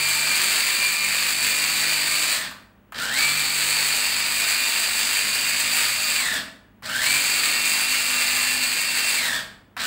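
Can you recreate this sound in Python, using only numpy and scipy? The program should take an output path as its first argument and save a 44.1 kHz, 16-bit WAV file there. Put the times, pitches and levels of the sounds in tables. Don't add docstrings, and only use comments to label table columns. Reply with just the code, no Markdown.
import sys
import numpy as np
from scipy import signal
from scipy.fft import rfft, irfft, next_fast_len
from scipy.io import wavfile
from scipy.ndimage import map_coordinates

SR = 44100
rng = np.random.default_rng(int(sys.argv[2]) if len(sys.argv) > 2 else 0)


def digitize_waveform(pressure):
    field = np.atleast_2d(pressure).T
    bounded = np.clip(field, -1, 1)
    quanta = np.round(bounded * 32767).astype(np.int16)
    wavfile.write(sys.argv[1], SR, quanta)


def magnitude_from_level(level_db):
    exponent = np.asarray(level_db, float) / 20
    return 10 ** exponent


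N = 434826
T = np.arange(N) / SR
GEAR_RATIO = 6

# press t/s, release t/s, stop t/s, lurch of the rattle before the stop level/dB,
# change of the low-speed whine while coasting level/dB
RUNS = [(-1, 2.315, 2.5, -6, -7), (2.943, 6.18, 6.445, 6, .5), (6.83, 9.17, 9.44, 3, 1.5),
        (9.775, 11, 11, 0, 0)]
# t/s, shaft speed f/Hz, nominal rattle level/dB
CRUISING = [(0, 296.6, -24.5), (.3, 297.2, -24.5), (.55, 297.5, -22.5), (.8, 298, -25), (1.1, 300, -25.5),
            (1.8, 301, -24), (2.3, 299.2, -24.5), (3.3, 296, -24.5), (3.5, 296, -26), (3.75, 298.3, -23.5),
            (4.05, 302.8, -25), (5.75, 306.7, -24.5), (6.18, 304.6, -25.5), (7.27, 301.8, -25),
            (8.05, 303, -25), (8.75, 302, -25.5), (9.16, 301.8, -24.5)]
# t/s after the press, share of full speed [1]
START_CURVE = [(0, .4), (.03, .51), (.07, .6), (.15, .66), (.2, .83), (.245, .95), (.33, .98), (.44, 1)]
# share of full speed [1], rattle change level/dB, sizzle over rattle level/dB,
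# low-speed part of order 8 nominal level/dB, change of order 9 level/dB
SPEED_LAWS = [(.4, -11, -13, -62, -38), (.52, -5, -7, -50, -30), (.6, -4.5, -3, -33, -19),
              (.7, -5, -4, -31, -15), (.83, -2.5, -1, -30, -13), (.93, 1, -1, -28, -11),
              (.975, .01, -.5, -29, -2), (.995, .01, -.5, -50, .01)]
# shaft order [1], on whole peas level/dB, on paste level/dB
GEAR_MESH = [(8, -40, -38.5), (9, -56, -34)]
# start t/s, length t/s, nominal level/dB
SINGING_SPELLS = [(-.1, .5, -31), (.72, .36, -30), (1.3, .3, -39), (1.7, .3, -39), (3.13, .3, -31.5),
                  (7.03, .2, -36)]
# centre f/Hz, width f/Hz, nominal level/dB over rattle
CASING = (4470, 590, -9)
# shaft order [1], nominal level/dB when the rattle stands at -24 dB
WEAK_ORDERS = [(3, -56), (4, -50.5), (12, -47), (15.2, -43)]
# f/Hz, nominal level/dB when the rattle stands at -24 dB
BOWL_MODES = [(1836, -50.5), (2195, -44.5)]
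BLADE_THROB = [(1, 0.18), (2, 0.22), (3, 0.2), (4, 0.1), (6, 0.2)]
# f/Hz, relative level/dB per Hz
BOWL_RESPONSE = [(210, -61), (350, -20.5), (823, -14.5), (1500, -7.5), (1820, -3.5), (2030, -4.5),
                 (2450, 0), (3320, -8.5), (4550, -2.5), (5680, -19), (7800, -7), (11400, -22), (15400, -16)]
# f/Hz, relative level/dB per Hz
SLOW_RESPONSE = [(210, -46.5), (350, -22.5), (1180, -10.5), (1790, -1.5), (2060, -10.5), (4480, -6.5),
                 (5680, -12.5), (15400, -19)]
# f/Hz, relative level/dB per Hz
PASTE_SPECTRUM = [(18, -49.5), (30, -3), (145, -7), (259, 4.5), (395, -22), (500, -7.5), (650, 4.5),
                  (1100, -120)]
# f/Hz, relative level/dB per Hz
SHUDDER_SPECTRUM = [(40, -30), (70, -6), (110, 0), (170, -3), (300, -8), (450, -40)]
# multiple [1], on whole peas level/dB, on paste level/dB,
# surge after a start level/dB
COUNTER_DRONE = [(3, -53.5, -60, 9), (5, -74, -52.5, .5), (6, -62, -60, 12), (7, -53, -76, .5)]
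# multiple [1], nominal level/dB
FLUTTERING_BLADE = [(2, -61), (4, -62)]
# start t/s, length t/s, multiple [1], nominal level/dB
BOOMS = [(1.5, .9, 3, -59), (3.1, .9, 3, -59), (1.5, .9, 6, -53.5), (1.2, .4, 5, -58), (7.6, 1.1, 5, -63)]
# f/Hz, time to fall by 60 dB t/s
KITCHEN_DECAY = [(150, 0.89), (1500, 0.55), (4000, 0.42), (9000, 0.39), (15000, 0.38)]
# f/Hz, relative level/dB per Hz
AIR_SPECTRUM = [(25, -25), (66, -2.5), (103, -14), (214, -5.5), (482, -17), (1300, -21.5), (3000, -30),
                (5000, -44.5), (15700, -45)]
# f/Hz, nominal level/dB
MAINS_HUM = [(50, -66.5), (100, -64), (200, -60.5)]
# t/s, nominal crack peak level/dB, knock over crack level/dB
SWITCH_CLICKS = [(2.5114, -26, -7.5), (2.6244, -42, -14.5), (2.9217, -25, -7.5), (6.823, -34, -2.5),
                 (9.7663, -25, 1)]
# f/Hz, relative level/dB per Hz
HANDLE_SPECTRUM = [(400, -26), (1000, -2.5), (1600, -3.5), (2500, -12), (6000, -28)]


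def unit(x):
    return x / np.sqrt(np.mean(x ** 2) + 1e-20)


def along(points, hz):
    f, value = np.transpose(points)
    return np.interp(np.log(hz + 1), np.log(f + 1), value)


def curves(rows):
    s, *columns = np.transpose(rows)
    return [np.interp(T, s, column) for column in columns]


def wobble(rate):
    knots = rng.standard_normal(int(N * rate / SR) + 4)
    return map_coordinates(knots, [T * rate])


def filtered(x, response):
    size = next_fast_len(N + 8192)
    hz = np.fft.rfftfreq(size, 1 / SR)
    return irfft(rfft(x, size) * response(hz), size)[:N]


def coloured(x, spectrum):
    return unit(filtered(x, lambda hz: magnitude_from_level(along(spectrum, hz))))


def tone(turns, db, flutter_db, flutter_rate, slip):
    phase = 2 * np.pi * turns + slip * wobble(flutter_rate) + rng.uniform(0, 2 * np.pi)
    level = magnitude_from_level(db + flutter_db * wobble(flutter_rate))
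    return np.sqrt(2) * level * np.sin(phase)


def rough(turns, db, flutter_rate):
    in_phase = wobble(flutter_rate) * np.sin(2 * np.pi * turns)
    quadrature = wobble(flutter_rate) * np.cos(2 * np.pi * turns)
    return magnitude_from_level(db) * (in_phase + quadrature)


def spells(rows):
    edge_s = .09
    return sum(magnitude_from_level(db) * np.clip(np.minimum(T - s, s + length - T) / edge_s, 0, 1)
               for s, length, db in rows)


def speed_share():
    sag_to, sag_s, coast_per_s, least_share = .8, .048, .44, .4
    lurch_lead_s, lurch_s = .09, .025
    dying_db, dying_s = -18, .08
    current = np.searchsorted([run[0] for run in RUNS], T, "right") - 1
    press, release, stop, lurch, whine_db = np.transpose(RUNS)[:, current]
    coasting = np.maximum(T - release, 0)
    sag = sag_to + (1 - sag_to) * np.exp(-coasting / sag_s) - coast_per_s * coasting
    share = np.interp(T - press, *np.transpose(START_CURVE)) * np.maximum(sag, least_share)
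    lurch_db = lurch * np.exp(-((T - stop + lurch_lead_s) / lurch_s) ** 2)
    fade_db = dying_db * np.clip(1 + (T - stop) / dying_s, 0, 1)
    return share, T - press, lurch_db, fade_db, whine_db * (coasting > 0)


def mesh_levels(fine, slow_db, loss_db):
    eighth_db, ninth_db = [whole + (paste - whole) * fine for _, whole, paste in GEAR_MESH]
    full = np.clip(1 + loss_db / 10, 0, 1)
    eighth_gain = full * magnitude_from_level(eighth_db) + spells(SINGING_SPELLS) + magnitude_from_level(slow_db)
    return 20 * np.log10(eighth_gain), ninth_db + loss_db


def whine(shaft, speed_hz, slack, rattle_db, eighth_db, ninth_db):
    core = tone(8 * shaft, eighth_db - 9 * slack, 1.5, 20, .3)
    core += tone(9 * shaft, ninth_db - 1, 2.5, 35, .5)
    skirt = rough(8 * shaft, eighth_db - 13 + 14 * slack, 320)
    skirt += rough(9 * shaft, ninth_db - 8, 120)
    centre_hz, width_hz, casing_db = CASING
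    upper = 0
    for order in (15, 16):
        resonance = 1 / np.hypot(1, 2 * (order * speed_hz - centre_hz) / width_hz)
        upper = upper + resonance * rough(order * shaft, rattle_db + casing_db, 280)
    upper += slack * rough(16 * shaft, eighth_db - 8, 260)
    weak = sum(rough(order * shaft, db + rattle_db + 24, 30) for order, db in WEAK_ORDERS)
    weak += sum(rough(hz * T, db + rattle_db + 24, 25) for hz, db in BOWL_MODES)
    return core + skirt, upper + weak


def rattle(blade, slack, level_db, sizzle_db):
    throb = 1 + sum(depth * np.cos(2 * np.pi * k * blade + 1.56 * wobble(3)) for k, depth in BLADE_THROB)
    knocks_per_s = 1500
    knock_size = magnitude_from_level(np.minimum(3 * rng.exponential(size=N), 7))
    knocks = rng.standard_normal(N) * knock_size * (rng.random(N) < knocks_per_s / SR)
    drive = (unit(knocks) * .4 + rng.standard_normal(N)) * throb
    drive *= magnitude_from_level(0.71 * wobble(6) + 0.6 * wobble(25) + 1.06 * wobble(70))
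    fast, slow = coloured(drive, BOWL_RESPONSE), coloured(drive, SLOW_RESPONSE)

    def below_sizzle(x):
        return filtered(x, lambda hz: 1 / (1 + (hz / 5800) ** 16))

    fast_body = below_sizzle(fast)
    body = (1 - slack) * unit(fast_body) + slack * unit(below_sizzle(slow))
    sizzle = unit(fast - fast_body) * magnitude_from_level(sizzle_db + 0.87 * wobble(30))
    return magnitude_from_level(level_db - 2.0) * (body + sizzle)


def churn(slack, rattle_db):
    paste = magnitude_from_level(rattle_db - 28.5 + 9.8 * slack) * coloured(rng.standard_normal(N), PASTE_SPECTRUM)
    shudder = slack * magnitude_from_level(rattle_db - 26) * coloured(rng.standard_normal(N), SHUDDER_SPECTRUM)
    return paste + shudder


def counter(blade, fine, since):
    surge_hold_s, surge_s = .25, .4
    surge = np.exp(-np.maximum(since - surge_hold_s, 0) / surge_s)
    drone = 0
    for k, whole, paste, surge_db in COUNTER_DRONE:
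        booms = [(s, length, db) for s, length, multiple, db in BOOMS if round(multiple) == round(k)]
        gain = magnitude_from_level(whole + (paste - whole) * fine + surge_db * surge) + spells(booms)
        drone = drone + gain * tone(round(k) * blade, 0, 1.5, 6, .3)
    return drone + sum(tone(round(k) * blade, db, 2.5, 12, 0.6) for k, db in FLUTTERING_BLADE)


def blender():
    cruise_hz, cruise_db = curves(CRUISING)
    share, since, lurch_db, fade_db, whine_db = speed_share()
    at, *laws = np.transpose(SPEED_LAWS)
    law_db, sizzle_db, slow_db, loss_db = [np.interp(share, at, law) for law in laws]
    speed_hz = cruise_hz * share
    rattle_db = cruise_db + law_db + lurch_db + .3 * fade_db
    sizzle_db = sizzle_db + fade_db
    fining_s = 2.5
    fine = 1 - np.exp(-T / fining_s)
    eighth_db, ninth_db = mesh_levels(fine, slow_db + fade_db + whine_db, loss_db)
    shaft = np.cumsum(speed_hz) / SR
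    blade = shaft / GEAR_RATIO
    slack = np.clip((290 - speed_hz) / 50, 0, 1)
    core, gears = whine(shaft, speed_hz, slack, rattle_db, eighth_db, ninth_db)
    tones = core + counter(blade, fine, since) * magnitude_from_level(-12 * slack)
    noise = rattle(blade, slack, rattle_db, sizzle_db) + gears + churn(slack, rattle_db)
    onset_s, ending_s = 0.0013, 0.035
    running = sum(np.clip((T - on) / onset_s, 0, 1) * np.clip((off - T) / ending_s, 0, 1)
                  for on, _, off, *_ in RUNS)
    return running * tones, running * noise


def kitchen(x):
    hop = SR // 3
    delay = 200
    out = np.zeros(N + 3 * SR)
    padded = np.pad(x, (hop, 2 * hop), "reflect")
    window = np.sin(np.pi * np.arange(2 * hop) / (2 * hop))
    for start in range(0, N + hop, hop):
        hz, t, z = signal.stft(rng.standard_normal(SR), SR, nperseg=256)
        decay = magnitude_from_level(-60 * t / along(KITCHEN_DECAY, hz)[:, None])
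        tail = signal.istft(z * decay, SR, nperseg=256)[1]
        piece = padded[start:start + 2 * hop] * window
        answer = signal.fftconvolve(piece, tail / np.linalg.norm(tail))
        out[start:start + len(answer)] += answer
    return out[hop - delay:][:N]


def room_tone():
    air_db = -57
    hum = sum(tone(hz * T, db, 1.5, 6.3, .2) for hz, db in MAINS_HUM)
    return hum + magnitude_from_level(air_db) * coloured(rng.standard_normal(N), AIR_SPECTRUM)


def switch():
    crack_t60_s, knock_t60_s, knock_rise_s = .012, .08, 0.00052
    crack, knock = np.zeros(N + SR), np.zeros(N + SR)
    t = np.arange(SR // 10) / SR
    for s, db, knock_db in SWITCH_CLICKS:
        span = slice(round(s * SR), round(s * SR) + len(t))
        crack[span] += magnitude_from_level(db - 14.5 - 60 * t / crack_t60_s)
        rise = 1 - np.exp(-t / knock_rise_s)
        knock[span] += magnitude_from_level(db + knock_db - 2 - 60 * t / knock_t60_s) * rise
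    bright = np.diff(rng.standard_normal(N + 1))
    return crack[:N] * bright + knock[:N] * coloured(rng.standard_normal(N), HANDLE_SPECTRUM)


def scene():
    tones, noise = blender()
    noise = noise + switch()
    echoes = magnitude_from_level(-2.5) * kitchen(noise + magnitude_from_level(-8) * tones)
    return np.tile(tones + noise + echoes + room_tone(), (2, 1))


def low_pass(x):
    return signal.sosfilt(signal.butter(12, 16950, fs=SR, output="sos"), x)


def record(dry):
    ceiling, top_hz = .45, 15730
    rounded = dry / (1 + np.abs(dry / ceiling) ** 4) ** .25
    mix = np.array([filtered(channel, lambda hz: hz < top_hz) for channel in rounded])
    return low_pass(mix)


dry = scene()
out = record(dry)
digitize_waveform(out)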